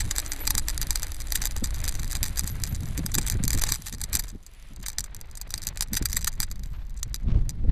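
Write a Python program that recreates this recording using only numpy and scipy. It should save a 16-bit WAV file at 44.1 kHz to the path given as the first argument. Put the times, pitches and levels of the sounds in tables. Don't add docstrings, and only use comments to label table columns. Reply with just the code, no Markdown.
import sys
import numpy as np
from scipy import signal
from scipy.fft import rfft, irfft
from scipy.io import wavfile
from scipy.ndimage import uniform_filter1d, minimum_filter1d

SR = 44100
rng = np.random.default_rng(int(sys.argv[2]) if len(sys.argv) > 2 else 0)


def int16_out(signal):
    q = np.round(np.clip(np.atleast_2d(signal).T, -1, 1) * 32767)
    wavfile.write(sys.argv[1], SR, q.astype(np.int16))


N = 340011
T = np.arange(N) / SR
LEAD = 256
MIDDLING_DB = -30

# time in seconds, level over the first 10 ms in dB,
# chatter time in ms, first rebound in dB compared with the blow.
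JOLTS = [(.0067, -28.5, 11.5, -21), (0.1102, -24, 2.5, -27), (0.1623, -31, 1.3, -11),
         (0.1829, -23, 1.2, -8), (0.2624, -35, 0.89, -12), (.319, -28, 1, -9), (0.47, -29.5, 1.6, -33),
         (0.4752, -16, 0.8, -33), (0.5056, -17, 1.4, -30), (0.5515, -26.5, 1.2, -42),
         (0.58, -19, 1.5, -14.5), (0.6845, -25.5, 0.96, -8), (0.7779, -29.5, .5, -35),
         (.8152, -27.5, 1.1, -5), (0.9067, -17.5, 0.3, -27), (0.9571, -24, 1.5, -29),
         (1.031, -28.5, 1.4, -15), (1.203, -37.5, 1, -2.5), (1.322, -24.5, 1.1, -28),
         (1.3559, -22, 2.9, -18), (1.4189, -28, 2.1, -9), (1.455, -24.5, 0.96, -9), (1.51, -38.5, 1.2, -24),
         (1.5651, -35, 0.42, -9), (1.6417, -27, 3.1, -11.5), (1.744, -38, 1.9, -8),
         (1.841, -32.5, 2.1, -12), (1.8788, -30, 0.96, -1), (1.9526, -36.5, 1.4, -15),
         (1.996, -36.5, 2.2, -28), (2.1128, -35, 1.1, 1), (2.1525, -29.5, 1.2, -7.5),
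         (2.2299, -23.5, 0.37, -8.5), (2.2618, -36.5, 2.7, -7), (2.3732, -31, 3.6, -3.5),
         (2.3939, -20, 0.37, -20), (2.4753, -30, 1.9, -16), (2.637, -26, 0.2, -17), (2.6733, -39, 2.8, -20),
         (2.7476, -38, 3.6, -8), (2.9771, -31.5, 1.8, -11), (3.0626, -28, 2.1, -35),
         (3.118, -37.5, 2.1, -29), (3.144, -27, 2.6, -15), (3.1519, -23, 1.1, -36), (3.184, -19, 2.5, -46),
         (3.214, -39, .9, -2.5), (3.2658, -30.5, 2.1, -1), (3.2995, -25, 0.38, -14),
         (3.322, -33.5, 3.4, -30), (3.4377, -28, 1, -7.5), (3.4795, -24.5, 0.82, -20),
         (3.5053, -25.5, 0.74, -41), (3.5315, -26.5, 1.2, -7), (3.5765, -34, 0.67, -2),
         (3.6184, -26.5, 2.2, -32), (3.6374, -22.5, 0.71, -21), (3.6674, -34.5, 3.1, -19),
         (3.69, -28, 2.8, -11), (3.721, -15.5, 0.84, -21), (3.7424, -32.5, 0.73, -2.5),
         (3.8678, -35, 7.5, -4), (3.927, -36.5, 1.4, -5.5), (4.015, -30, 1.8, -42), (4.038, -29, 2.5, -37),
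         (4.1303, -27, 3.5, -3), (4.153, -19.5, 1.7, -11), (4.1934, -26, 5.4, -29), (4.2382, -41, 3.9, -23),
         (4.2817, -44.5, 3, -2.5), (4.4646, -44.5, 2.1, -24), (4.762, -47.5, 1.4, -26),
         (4.83, -44, 0.95, -28), (4.862, -31, 4.5, -31), (4.8841, -30, 1.3, -10), (4.9308, -46, 0.8, -29),
         (4.9843, -24.5, 1.1, -8.5), (5.041, -36, 2.7, -38), (5.147, -39.5, 1.5, -32),
         (5.1655, -44, .6, -39), (5.2124, -40.5, 0.4, -34), (5.3128, -49, 1.1, -20),
         (5.3536, -44, 1.3, -29), (5.373, -38, 3, -33), (5.4139, -33.5, 1.8, -32), (5.5054, -37, 1.9, -15),
         (5.54, -26.5, 0.84, -21), (5.5779, -35, 2.8, -26), (5.6189, -40, .6, -0.5),
         (5.6698, -26, 1.4, -9.5), (5.7733, -35.5, 1.2, -16), (5.8085, -23.5, 0.76, -22),
         (5.8225, -26, 4.7, -24), (5.9331, -27, 1.4, -5.5), (5.969, -23, 7.7, -26),
         (6.0249, -34.5, 1.6, -50), (6.0564, -22, 1.8, -44), (6.098, -39.5, 1.5, -2),
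         (6.1299, -28, 1.1, -15), (6.169, -22, 3.7, -33), (6.2101, -41.5, 1.1, 1), (6.2452, -28, 0.31, -21),
         (6.276, -23, 5.4, -31), (6.3285, -46.5, 1.6, -32), (6.4027, -20, 0.55, -16.5),
         (6.43, -27, 3.4, -23), (6.514, -36.5, 1.8, -38), (6.635, -44.5, 1.9, -38), (6.9752, -48, 1.6, -25),
         (7.0301, -28, 1.5, -37), (7.1435, -30.5, 0.72, -11), (7.4931, -32.5, 0.57, -12.5)]
# pitch in Hz, width in Hz (wider dies sooner), level in dB.
FITTING_NOTES = [(861, 46, -12.5), (1144, 190, -16), (1656, 83, -33), (1840, 480, -8), (2360, 100, -12.5),
                 (3897, 690, -8.5), (3880, 94, -12), (4315, 56, -10.5), (4834, 131, -2.5), (5770, 46, -16),
                 (6116, 380, -3), (7300, 640, -3.5), (8234, 500, -5.5), (7880, 1300, -7), (9975, 420, -9.5),
                 (12000, 1500, -7.5), (11870, 3200, -7.5), (14070, 930, -14.5)]
# time in seconds, level in dB.
GROUND_SHAKE = [(0, -53.5), (1.2, -49), (2.2, -48.5), (2.85, -57), (3.25, -48.5), (3.4, -58), (3.58, -44.5),
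                (3.8, -50.5), (3.95, -54), (4.4, -67), (4.75, -68), (4.88, -60), (5.2, -70), (5.52, -58),
                (5.86, -62.5), (6.2, -45.5), (6.6, -60.5), (7.7, -81.5)]
# time in seconds, slow sway in dB, quick buffeting in dB.
WIND_LEVELS = [(0, -27.5, -25), (.15, -34.5, -60), (.44, -34, -56), (.52, -27.5, -44.5), (1.15, -33, -48.5),
               (1.8, -27.5, -41), (2.62, -33.5, -39), (3.15, -33, -38), (3.62, -24.5, -36.5),
               (3.8, -45, -54), (4.22, -33.5, -42.5), (4.45, -50, -70), (4.75, -40, -62),
               (5.65, -40, -51.5), (6.1, -33.5, -43), (6.45, -32.5, -49), (7.21, -33.5, -47),
               (7.28, -23, -32.5), (7.42, -22.5, -35), (7.54, -36, -39), (7.71, -17.5, -34)]
# frequency in Hz, level in dB.
SWAY_COLOUR = [(10, -7), (22, 0), (38, -5), (55, -7), (80, -18), (130, -35), (300, -69.5), (3000, -120)]
BUFFET_COLOUR = [(35, -8.5), (70, 2.5), (120, -1.5), (190, -10.5), (290, -21.5), (420, -30), (800, -41),
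                 (2000, -64.5), (15000, -103)]
# time in seconds, peak level in dB, rise time in ms.
BUMPS = [(.062, -31.5, 11), (.49, -48, 9), (0.544, -35, 6.7), (1.385, -40, 9.5), (1.624, -23, 5),
         (1.939, -38, 5.5), (2.239, -48, 6.8), (2.981, -24.5, 9.3), (3.047, -28.5, 4.8), (3.154, -30.5, 11),
         (3.183, -22, 3.1), (3.351, -26, 6.4), (3.402, -26, 5.5), (3.442, -22.5, 4.7), (3.541, -26.5, 14),
         (3.719, -36, 2.7), (3.784, -42, 11), (3.922, -35.5, 14.4), (4.034, -36.5, 8.1),
         (4.148, -27.5, 4.1), (4.183, -39, 4.2), (4.329, -40, 6.3), (4.352, -31.5, 4.8),
         (4.708, -42.5, 13.4), (4.786, -41.5, 16), (5.673, -43, 8), (5.923, -27.5, 8.6), (6.013, -25.5, 6),
         (6.141, -38.5, 10), (7.645, -25.5, 4.9)]
# time in seconds, tyre roar in dB, grit hiss in dB.
ROLLING_LEVELS = [(0, -46.5, -51), (1.1, -49, -55), (3.1, -50, -56), (3.48, -52, -61.5), (3.61, -43, -62),
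                  (3.88, -61, -48.5), (4.0, -63, -72), (4.13, -43, -63), (4.42, -71.5, -74),
                  (4.82, -60, -85), (5.25, -57, -89), (5.6, -54, -90), (6, -54.5, -93), (6.6, -62, -83.5),
                  (7.71, -62, -80)]
# frequency in Hz, level in dB.
ROAR_COLOUR = [(120, -18.5), (290, 12), (420, 8.5), (600, 9), (1100, 7), (2050, 9.5), (2900, 1),
               (4200, 0.5), (5500, -18.5), (8000, -19.5), (15000, -51.5)]
GRIT_COLOUR = [(1500, 0), (2400, 1), (3900, 8.5), (5400, -1), (7400, 3), (9000, 2.5), (10600, 9),
               (12500, -4), (15000, -16)]
# time in seconds, knob rate in Hz, level in dB.
TREAD_HUM = [(0, 290, -59), (.4, 286.4, -48.5), (1.25, 293.3, -58.5), (2.1, 293.4, -55), (3.0, 277, -75),
             (3.4, 280, -101)]
# start in seconds, length in seconds, pitch in Hz,
# level in dB, width of the note in Hz (wider is rougher).
SQUEALS = [(0.263, 0.1, 12000, -44, 297), (0.373, 0.097, 11900, -37, 284), (1.97, .08, 11600, -56, 292),
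           (2.466, 0.09, 11800, -42.5, 317), (2.652, 0.1, 11900, -44, 245), (2.85, 0.053, 11880, -50, 280),
           (6.5, 0.47, 12800, -68, 620)]
# frequency in Hz, level in dB.
WIPE_COLOUR = [(700, -16), (2200, 3), (3600, -1), (6000, -13), (9000, -13), (10600, -3), (12000, -20),
               (15000, -22)]
# start in seconds, length in seconds, level in dB.
SWISHES = [(4.817, 0.04, -47), (6.709, 0.073, -50.5), (6.775, 0.063, -53.5), (7.26, 0.065, -52),
           (7.312, 0.12, -54)]
# frequency in Hz, level in dB.
GRASS_COLOUR = [(400, 1), (1100, 7), (1900, 2.5), (3500, -0.5), (6500, -12), (10000, -29), (15000, -50)]
AIR_COLOUR = [(100, 17), (350, 4), (650, 0.5), (1000, 1), (2000, -10), (3200, -8), (5000, -9.5),
              (7500, -19), (11000, -25), (15000, -27.5)]


def rattle(paving_db=-50.5, slide_db=-17.5, heft=0.25, rebound_s=0.008):
    shake_db, = curves(GROUND_SHAKE)
    out = np.zeros(N)
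    flights = rebound_s * np.exp(0.2 * rng.standard_normal((len(JOLTS), 2)))
    for (s, db, chatter_ms, rebound_db), flight in zip(JOLTS, flights):
        rough_db = shake_db[int(s * SR)] - paving_db
        contact = dict(body_db=heft * rough_db, scrape_db=slide_db + rough_db)
        strike(out, s, db, chatter_ms, **contact)
        for delay, extra_db in zip(np.cumsum(flight), (0, 1)):
            strike(out, s + delay, db + rebound_db + extra_db, chatter_ms=1.33, **contact)
    return out


def strike(track, s, db, chatter_ms, body_db, scrape_db):
    treble_db = 0.2 * (db - MIDDLING_DB)
    flat_db = 1.27 * np.log2(chatter_ms / 2.2)
    add(track, s - LEAD / SR, clack(db, chatter_ms, treble_db, body_db + flat_db, scrape_db))


def clack(db, chatter_ms, treble_db, body_db=0, scrape_db=-22,
          scrape_ms=4, buzz_db=-22, buzz_ms=4.3, size=1280):
    ms = (np.arange(size) - LEAD) / SR * 1e3
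    after = np.maximum(ms, 0)
    bounces = rng.standard_normal(size) * (rng.random(size) < 0.2) * (ms > 0)
    bounces *= np.exp(-after / (2 * chatter_ms) - (after / 13) ** 2)
    friction = rng.standard_normal(size)
    scrape = friction * np.exp(-abs(ms) / scrape_ms) * (ms < 0)
    buzz = friction * np.exp(-after / buzz_ms) * (ms > 0)
    impact = unit(1.0 * (ms == 0))
    blow = unit(impact + 0.49 * chatter_ms * unit(bounces))
    force = blow + undb(scrape_db) * chatter_ms * unit(scrape) + undb(buzz_db) * unit(buzz)
    hz = np.arange(size + 1) * SR / (2 * size)
    colour = undb(np.interp(hz, [2500, 5000, 7500, 10500], [body_db, 0, 0, treble_db]))
    sound = irfft(rfft(force, 2 * size) * rfft(ring(), 2 * size) * colour)
    first_10_ms = sound[LEAD:LEAD + SR // 100]
    return sound * undb(db) / np.sqrt(np.mean(first_10_ms ** 2))


def ring(scatter_db=0.5, rise_ms=0.22, size=1024):
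    hz, width, db = np.transpose(FITTING_NOTES)[:, :, None]
    scatter, phase = rng.standard_normal((2, len(hz), 1))
    t = T[:size]
    swing = np.sin(2 * np.pi * hz * t + np.pi * phase)
    fade = np.exp(-np.pi * width * t)
    notes = undb(db - scatter_db * scatter) * width * fade * swing
    return notes.sum(0) * (1 - np.exp(-t * 1e3 / rise_ms))


def ticks(spots=48):
    shake_db, = curves(GROUND_SHAKE)
    sounds = [clack(0, 0.437 + 0.58 * loose, treble_db=-0.5) for loose in rng.random(spots)]
    gaps, strengths, picks = rng.random((1000, 3)).T
    times = np.cumsum(0.23 + 1.2 * gaps) / 90
    out = np.zeros(N)
    for s, strength, pick in zip(times, strengths, picks):
        if s < T[-1]:
            db = shake_db[int(s * SR)] - 33.5 + 46 * strength
            add(out, s - LEAD / SR, undb(db) * sounds[int(pick * spots)])
    return out


def wind(sway_gain_db=1, buffet_gain_db=3, gusty_db=5, lurch_sway_db=-38.5, lurch_buffet_db=-53.5):
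    sway_db, buffet_db = curves(WIND_LEVELS)
    jolted = lurch()
    sway_level = np.hypot(undb(sway_db + sway_gain_db), undb(lurch_sway_db) * jolted)
    buffet_level = np.hypot(undb(buffet_db + buffet_gain_db), undb(lurch_buffet_db) * jolted)
    sway = even_out(noise(SWAY_COLOUR), 0.06) * sway_level
    buffets = even_out(noise(BUFFET_COLOUR), 0.073) * buffet_level
    return sway + buffets * undb(gusty_db * wander(45))


def lurch(length_s=0.095, lead_s=0.044, follow=0.88):
    power = np.zeros(N)
    swell = arch(0, length_s)[:SR // 2] ** 2
    for s, db, _, _ in JOLTS:
        strength = undb(follow * (db - MIDDLING_DB))
        add(power, s - lead_s, (strength * swell) ** 2)
    return np.sqrt(power)


def thuds():
    level = np.zeros(N)
    for s, db, rise_ms in BUMPS:
        age = T[:SR // 10] * 1e3 / rise_ms
        add(level, s - 0.003, undb(db) * age * np.exp(1 - age))
    dull = noise([(60, 2.5), (150, 4), (280, -6), (400, -14.5),
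                  (600, -25.5), (1000, -41), (3000, -75), (15000, -94)])
    return level * even_out(dull, 0.017)


def tyres(roar_gain_db=-2.5, hiss_gain_db=-1, patchy_db=5, grainy_db=3):
    roar_db, hiss_db = curves(ROLLING_LEVELS)
    roar = noise(ROAR_COLOUR) * undb(roar_db + roar_gain_db + patchy_db * wander(110))
    grains = undb(grainy_db * wander(260))
    hiss = noise(GRIT_COLOUR) * undb(hiss_db + hiss_gain_db) * grains
    return roar + hiss


def tread_hum(wobble=0.067, octave_db=-11):
    hz, db = curves(TREAD_HUM)
    phase = 2 * np.pi * np.cumsum(hz * (1 + wobble * wander(70))) / SR
    note = np.sin(phase) + undb(octave_db) * np.sin(2 * phase)
    return undb(db + wander(30)) * note


def brake(wipe_start_s=4.36, wipe_end_s=4.76, wipe_db=-59.5):
    squeals = np.zeros(N)
    for s, length, hz, db, width_hz in SQUEALS:
        phase = 2 * np.pi * hz * T
        note = wander(width_hz) * np.sin(phase) + wander(width_hz) * np.cos(phase)
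        squeals += undb(db) * arch(s, length) ** 2 * note
    press = np.clip((T - wipe_start_s) / 0.23, 0, 1)
    release = np.clip((wipe_end_s - T) / 0.038, 0, 1)
    return squeals + undb(wipe_db) * press * release * noise(WIPE_COLOUR)


def grass(crisp_db=6):
    swell = sum(undb(db) * arch(s, length) for s, length, db in SWISHES)
    return swell * unit(noise(GRASS_COLOUR) * undb(crisp_db * wander(200)))


def open_air(db=-59.5):
    return undb(db) * noise(AIR_COLOUR)


def undb(db):
    return 10 ** (np.asarray(db) / 20)


def unit(x):
    return x / np.sqrt(np.mean(x ** 2))


def curves(table):
    s, *columns = np.transpose(table)
    return [np.interp(T, s, column) for column in columns]


def arch(start_s, length_s):
    return np.sin(np.pi * np.clip((T - start_s) / length_s, 0, 1))


def add(track, s, sound):
    start = max(int(round(s * SR)), 0)
    track[start:start + len(sound)] += sound[:max(N - start, 0)]


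def wander(per_second):
    points = rng.standard_normal(N // 16)
    return np.interp(T * per_second, np.arange(len(points)), points)


def noise(colour):
    hz, db = np.transpose(colour)
    all_hz = np.arange(N // 2 + 1) * SR / N
    shape = undb(np.interp(np.log(all_hz + 1), np.log(hz), db))
    return unit(irfft(rfft(rng.standard_normal(N)) * shape, N))


def even_out(x, seconds):
    return x / np.sqrt(uniform_filter1d(x ** 2, int(seconds * SR)) + 0.027)


def scene():
    rolling = wind() + thuds() + tyres() + tread_hum() + grass() + brake()
    return (rolling + rattle() + ticks() + open_air())[None]


def record(dry, ceiling=0.55, top_hz=15250):
    gain = np.minimum(1, ceiling / (abs(dry) + 1e-9))
    gain = uniform_filter1d(minimum_filter1d(gain, size=89), size=89)
    treble_cut = signal.ellip(8, 0.2, 70, top_hz, fs=SR, output="sos")
    return signal.sosfilt(treble_cut, dry * gain)


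dry = scene()
out = record(dry)
int16_out(out)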